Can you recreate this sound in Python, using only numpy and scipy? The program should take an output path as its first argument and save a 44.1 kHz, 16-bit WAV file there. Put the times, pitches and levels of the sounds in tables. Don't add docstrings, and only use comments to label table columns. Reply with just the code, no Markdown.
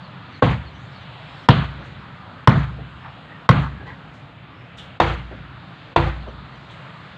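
import sys
import numpy as np
from scipy import signal
from scipy.fft import rfft, irfft, next_fast_len
from scipy.io import wavfile
from scipy.ndimage import uniform_filter1d

SR = 44100
rng = np.random.default_rng(int(sys.argv[2]) if len(sys.argv) > 2 else 0)


def wav_out(sig):
    wavfile.write(sys.argv[1], SR, np.round(np.clip(np.atleast_2d(sig).T, -1, 1) * 32767).astype(np.int16))


def how_loud(loudness_db):
    steps = np.asarray(loudness_db, float) / 20
    return 10 ** steps


N = 316505

# (frequency [Hz], level [dB per Hz])
SURF_COLOUR = [(15, -72), (25, -33), (69, -10), (102, -4.5), (130, 0.5), (190, -6.5), (232, -16),
               (263, -11), (296, -14), (400, -22.5), (520, -28), (880, -120)]
# (frequency [Hz], level [dB per Hz])
SHORE_COLOUR = [(240, -22.5), (400, -10), (445, -7), (560, -4), (605, -3), (749, -3.5), (1070, -2.5),
                (1220, -1), (2120, -7.5), (3680, -11.5), (4420, -19), (5650, -38.5), (7210, -34.5),
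                (9500, -50), (15500, -61)]
# (time [s], strength [-])
BREEZE = [(0, .5), (.5, 0.021), (1.3, 1.9), (2.1, 1.06), (2.9, -0.18), (3.4, 0.0093), (4.0, -0.57),
          (4.6, -1.76), (5.3, -0.74), (5.9, 0.38), (6.4, 0.018), (6.85, 1.8), (7.18, 0.8)]
# (frequency [Hz], change [dB per unit of strength])
BREEZE_LIFT = [(130, -0.2), (1200, 1.33), (2500, 0.9), (3700, 1.85), (7000, 2)]

# (time [s], length [s], frequency [Hz], level [dB])
FOWL = [
    (2.129, 0.22, 1230, -46),
    (2.981, .12, 1780, -47),
    (3.248, .16, 1890, -43.5),
    (3.741, 0.23, 1675, -42),
    (3.856, 0.1, 1974, -38.5),
    (4.42, 0.2, 1190, -51),
    (6.648, 0.48, 1245, -48),
]
# (time [s], level [dB])
PEEPS = [(.02, -49.5), (0.32, -48.5), (.643, -50), (.937, -50.5), (1.355, -53), (6.19, -55), (6.5, -57)]
# (length [s], start [Hz], end [Hz], blur [Hz])
PEEP_SHAPE = (.072, 4620, 3980, 130)
# (time [s], level [dB])
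CHIPS = [(.735, -53), (1.004, -51), (1.42, -52), (6.276, -52), (6.545, -52)]
# (length [s], start [Hz], end [Hz], blur [Hz])
CHIP_SHAPE = (.042, 3170, 2800, 110)
# (time [s], level [dB])
PHRASES = [(.3, -69), (0.712, -66), (1.781, -69)]
# (lag [s], length [s], start [Hz], end [Hz], blur [Hz])
PHRASE_NOTES = [
    (0., .11, 5950, 6150, 350),
    (.055, .13, 6550, 6980, 500),
    (.18, .1, 5180, 5150, 350),
]
# (time [s], length [s], level [dB])
TRILLS = [(1.195, 0.38, -65), (2.7, 0.11, -76), (2.95, 0.23, -71), (3.28, 0.26, -78), (4.497, .2, -70)]
# (start [Hz], end [Hz], blur [Hz])
TRILL_SHAPE = (5120, 5300, 220)

# (time [s], level [dB], centre [Hz], width [Hz])
SCUFFS = [(1.84, -65, 6500, 3970), (3.035, -34.5, 1060, 694), (3.035, -44, 2000, 1010),
          (3.859, -36, 975, 300), (3.861, -44, 480, 90), (3.861, -47, 3200, 1800), (3.86, -69, 6500, 3000),
          (4.13, -61, 5500, 4000), (4.3, -58, 1400, 1200), (4.775, -37.5, 3320, 920),
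          (4.769, -50, 5600, 4500), (4.77, -70, 12600, 6000), (6.69, -45.5, 3500, 900),
          (6.7, -62, 7000, 2500)]

# (time [s], knock [dB], crack [dB], scattered tail [dB])
BLOWS = [
    (0.4223, 1, -28, -13),
    (1.4878, 6, -8, -12.5),
    (2.4743, 5.5, -5, -13),
    (3.491, 5, 1, -13),
    (5.001, 2, -4.5, -13.5),
    (5.9616, 1.55, -20, -15.5),
]
# (hull against head [dB], tail brightness at 2.5-4.5 kHz [dB])
LANDING = [(-6, -2.2), (-2, 4.5), (0.5, -3.5), (0, -1.5), (-8.5, -1.7), (-5.5, -3)]
SPOT = [0, 1, 1, 1, 2, 2]
PITCH = [1, .94, 1, 1.045, 1, .97]
# (frequency [Hz], level [dB], time to fall 60 dB [s])
HEAD = [
    [(500, -4.5, 0.11), (554, -8, 0.085), (832, -6.5, 0.087), (1106, 0, 0.048), (1240, -10, 0.037),
     (1564, -9.5, 0.067), (2140, -21, 0.033), (3620, -31, .02)],
    [(493.5, -10.5, 0.093), (657, -8, 0.036), (900, -11.5, 0.052), (1033, 4, 0.023), (1250, -3.5, 0.019),
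     (1430, -16.5, 0.087), (1888, -10, 0.031), (3050, -20, 0.056), (3430, -8.5, 0.011), (5360, -18, 0.011)],
    [(521, -7.5, 0.061), (628, -3.5, 0.03), (717, 0.5, 0.038), (870, -25, 0.042), (948, -0.5, 0.041),
     (1030, -6, 0.06), (1430, -10.5, 0.041), (1800, -14.5, 0.052), (2660, -14, 0.021), (3600, -10.5, 0.024)],
]
RISE_S = [0.0026, 0.00094, 0.0014]
# (lag [s], level [dB])
EARLY = [
    (-.003, -39.5),
    (.0175, -9.5),
    (.024, -13),
    (.039, -37),
]
# (frequency [Hz], level [dB], time to fall 60 dB [s])
HULL = [
    [(61.3, -7, 0.59), (73.6, -9, 0.7), (108.7, 2.5, 0.43), (126, 4.5, 0.27), (151, 2, 0.38),
     (188, -6, 0.34), (252.3, -6.5, 0.33), (331, -16, 0.18)],
    [(63.45, -17.5, 0.71), (90, -24, 0.87), (115, -23, 0.84), (125.5, 11, 0.065), (138.4, -11.5, 0.63),
     (161.2, -9.5, 0.28), (210.6, -12, 0.17), (282, -9.5, 0.14)],
    [(59.2, -6.5, 0.9), (88.7, -1, 0.29), (114.6, -3.5, 0.26), (145.7, -2.5, 0.36), (183.5, -17, 0.44),
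     (234, -21, 0.11), (264, -20, 0.4), (336.2, -2, 0.25)],
]
HULL_LAG_S = [0.0096, 0.00636, 0.00735]
# (lag [s], level [dB])
SHED = [
    [(.045, -22), (.07, -9.5)],
    [(.062, -13.5), (.092, -15)],
    [(.07, -13), (.1, -22)],
]
RUMBLE_DB = [-41, -29.5, -29.5]
RUMBLE_HZ = [50, 170]
# (frequency [Hz], level [dB per Hz])
TAIL = [
    [(110, -36), (190, 1.5), (377, -11), (527, -9.5), (970, -14.5), (1600, -20), (3350, -25)],
    [(110, -23.5), (200, 4), (350, -14), (480, -14), (750, -17), (1260, -15.5), (2230, -25.5),
     (3350, -27.5)],
    [(110, -36), (180, -9), (380, -12.5), (507, 0.5), (600, -9.5), (760, -8), (1900, -15), (3350, -18.5)],
]
# (frequency [Hz], level under its last point [dB])
TAIL_TOP = [(4300, -7), (5300, -27.5), (7000, -26), (9300, -42), (10500, -51), (15000, -55.5)]
# (frequency [Hz], time to fall 60 dB [s])
TAIL_T60 = [(250, 0.32), (500, 0.29), (1000, 0.46), (2000, 0.47), (3500, 0.43), (8000, 0.53)]
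# (time after the blow [s], level [dB])
EDGE = [(.11, -6), (.17, -3.5), (0.13, -4.5)]
WALL_DB = [-51, -33.5, -29.5]

LEAD_S = .005
CLIP = .95


def unit(x):
    return x / np.sqrt(np.mean(x ** 2))


def read(table, hz):
    f, v = np.transpose(table)
    return np.interp(np.log(hz), np.log(f), v)


def fall(t, t60):
    return (t >= 0) * np.exp(-np.log(1000) * np.maximum(t, 0) / t60)


def hiss(size, order, hz, kind="low"):
    return signal.lfilter(*signal.butter(order, hz, kind, fs=SR), rng.standard_normal(size))


def bands(table, size):
    hz = np.maximum(np.arange(size // 2 + 1) * SR / size, 1)
    noise = rfft(rng.standard_normal(size)) * how_loud(read(table, hz))
    noise = noise / np.sqrt(np.mean(irfft(noise, size) ** 2))
    for centre in 2 ** np.arange(5, 14.5, .5):
        share = np.clip(1 - 2 * abs(np.log2(hz / centre)), 0, 1)
        yield centre, irfft(noise * share, size)


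def walk(rate, size):
    k = int(SR / rate)
    steps = np.repeat(rng.standard_normal(size // k + 1), k)
    smooth = uniform_filter1d(uniform_filter1d(steps, k), k)
    return unit(smooth[:size])


def add(out, s, x):
    i = int(s * SR)
    out[i:i + len(x)] += x[:len(out) - i]


def shore(colour, level_db):
    breeze = np.interp(np.arange(N) / SR, *np.transpose(BREEZE))
    out = np.zeros(N)
    for hz, x in bands(colour, next_fast_len(N, True)):
        out += x[:N] * how_loud(read(BREEZE_LIFT, hz) * breeze + 1.68 * walk(9, N))
    return how_loud(level_db) * out


def whistle(length, start_hz, end_hz, blur_hz):
    u = np.arange(int(length * SR)) / (length * SR)
    smear = unit(hiss(SR // 2, 2, blur_hz))[-len(u):]
    strength = unit(130 / blur_hz + smear)
    glide_hz = start_hz + (end_hz - start_hz) * u
    return np.sin(np.pi * u) * strength * np.sin(2 * np.pi * np.cumsum(glide_hz) / SR)


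def birds():
    out = np.zeros(N)
    for s, length, hz, db in FOWL:
        add(out, s, how_loud(db) * whistle(length, hz, hz * 0.96, 111))
    for s, db in PEEPS:
        add(out, s, how_loud(db) * whistle(*PEEP_SHAPE))
    length, start_hz, end_hz, blur_hz = CHIP_SHAPE
    for s, db in CHIPS:
        octave = how_loud(-15) * whistle(length, 2 * start_hz, 2 * end_hz, blur_hz)
        add(out, s, how_loud(db) * (whistle(*CHIP_SHAPE) + octave))
    for s, db in PHRASES:
        for lag, *note in PHRASE_NOTES:
            add(out, s + lag, how_loud(db) * whistle(*note))
    for s, length, db in TRILLS:
        add(out, s, how_loud(db) * whistle(length, *TRILL_SHAPE))
    return out


def scuffs():
    out = np.zeros(N)
    t = np.arange(SR // 2) / SR
    for s, db, hz, width_hz in SCUFFS:
        rub = hiss(len(t), 3, [hz - width_hz / 2, hz + width_hz / 2], "band")
        add(out, s, how_loud(db) * unit(rub) * np.minimum(t / 0.014, 1) * fall(t, 0.32))
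    return out


def wall_echo(t):
    late = t - 0.305
    dull = hiss(len(t), 3, [85, 720], "band")
    return unit(dull) * fall(late, 0.17) * np.clip(late / 0.015, 0, 1)


def scattered_tail(t, spot, bright_db):
    colour = TAIL[spot] + [(hz, db + TAIL[spot][-1][1]) for hz, db in TAIL_TOP]
    tail = np.zeros(len(t))
    for hz, x in bands(colour, len(t)):
        if hz > 150:
            clumps_db = 1.8 * walk(85.6, len(t)) + bright_db * (2500 < hz < 4500)
            tail += x * how_loud(clumps_db) * fall(t, read(TAIL_T60, hz))
    tail = how_loud(-17) * unit(signal.lfilter(*signal.butter(2, 189, "high", fs=SR), tail))
    air = hiss(len(t), 2, 9000, "high") * fall(t, 0.39) * how_loud(2.5 * walk(60, len(t)))
    return (tail + how_loud(-45.5) * air) * (1 - np.exp(-np.maximum(t, 0) / 0.0045))


def rumble(t):
    return unit(hiss(len(t), 2, RUMBLE_HZ, "band")) * fall(t, 1.7) * np.clip(t / 0.06, 0, 1)


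def ringing(t, table):
    return sum(how_loud(db) * np.sin(2 * np.pi * hz * t) * fall(t, t60) for hz, db, t60 in table)


def hull_boom(t, spot):
    late = t - HULL_LAG_S[spot]
    boom = ringing(late, HULL[spot]) * (1 - np.exp(-np.maximum(late, 0) / 0.0043))
    boom = boom + sum(how_loud(db) * np.interp(t - lag, t, boom) for lag, db in SHED[spot])
    return boom * how_loud(0.87 * walk(22, len(t)))


def mallet_knock(t, spot, pitch, knock_db, crack_db):
    tones = [(hz * (pitch if hz > 560 else 1), db, t60) for hz, db, t60 in HEAD[spot]]
    crack = hiss(len(t), 2, [2400, 4800], "band") * fall(t, 0.013)
    splinters = hiss(len(t), 2, 6000, "high") * fall(t, 0.0067)
    crack = crack + how_loud(-32.5) * splinters
    rise = 1 - np.exp(-t / RISE_S[spot])
    knock = rise * (how_loud(knock_db) * ringing(t, tones) + how_loud(crack_db) * crack)
    return knock + sum(how_loud(db) * np.interp(t - lag, t, knock) for lag, db in EARLY)


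def blow(spot, pitch, knock_db, crack_db, tail_db, boom_db, bright_db):
    t = np.arange(2 ** 15 + 2 ** 14) / SR - LEAD_S
    edge_s, edge_db = EDGE[spot]
    edge = how_loud(edge_db * np.clip((t - edge_s) / 0.027, 0, 1))
    out = how_loud(WALL_DB[spot]) * wall_echo(t)
    out += how_loud(tail_db + 9) * scattered_tail(t, spot, bright_db) * edge
    out += how_loud(RUMBLE_DB[spot]) * rumble(t)
    out += how_loud(knock_db + boom_db) * hull_boom(t, spot) * edge
    return out + mallet_knock(t, spot, pitch, knock_db, crack_db)


def scene():
    out = shore(SURF_COLOUR, -42) + shore(SHORE_COLOUR, -44.5) + birds() + scuffs()
    for spot, pitch, (s, *levels), landing in zip(SPOT, PITCH, BLOWS, LANDING):
        add(out, s - LEAD_S, blow(spot, pitch, *levels, *landing))
    return out[None]


def duck(t):
    dip = np.interp(-t, [0.0012, 0.0024, 0.018, 0.027], [0.0047, 1, 0.51, 0])
    grab = 1 - np.exp(-np.maximum(t, 0) / 0.0079)
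    release = np.exp(-np.maximum(t - 0.061, 0) / 0.064)
    return -13 * dip - 8.5 * grab * release


def band_limit(x):
    return signal.sosfilt(signal.butter(12, 16530, fs=SR, output="sos"), x)


def record(dry):
    duck_db = sum(duck(np.arange(N) / SR - row[0]) for row in BLOWS)
    x = dry + how_loud(-82) * rng.standard_normal(N)
    x = signal.lfilter(*signal.butter(2, 50.7, "high", fs=SR), x)
    x = x * how_loud(duck_db) / CLIP
    x = CLIP * x / (1 + abs(x) ** 30) ** (1 / 30)
    x = signal.lfilter(*signal.butter(1, 9000, fs=SR), x)
    x = signal.sosfilt(signal.ellip(8, .1, 60, 16000, fs=SR, output="sos"), x)
    return band_limit(x)


dry = scene()
out = record(dry)
wav_out(out)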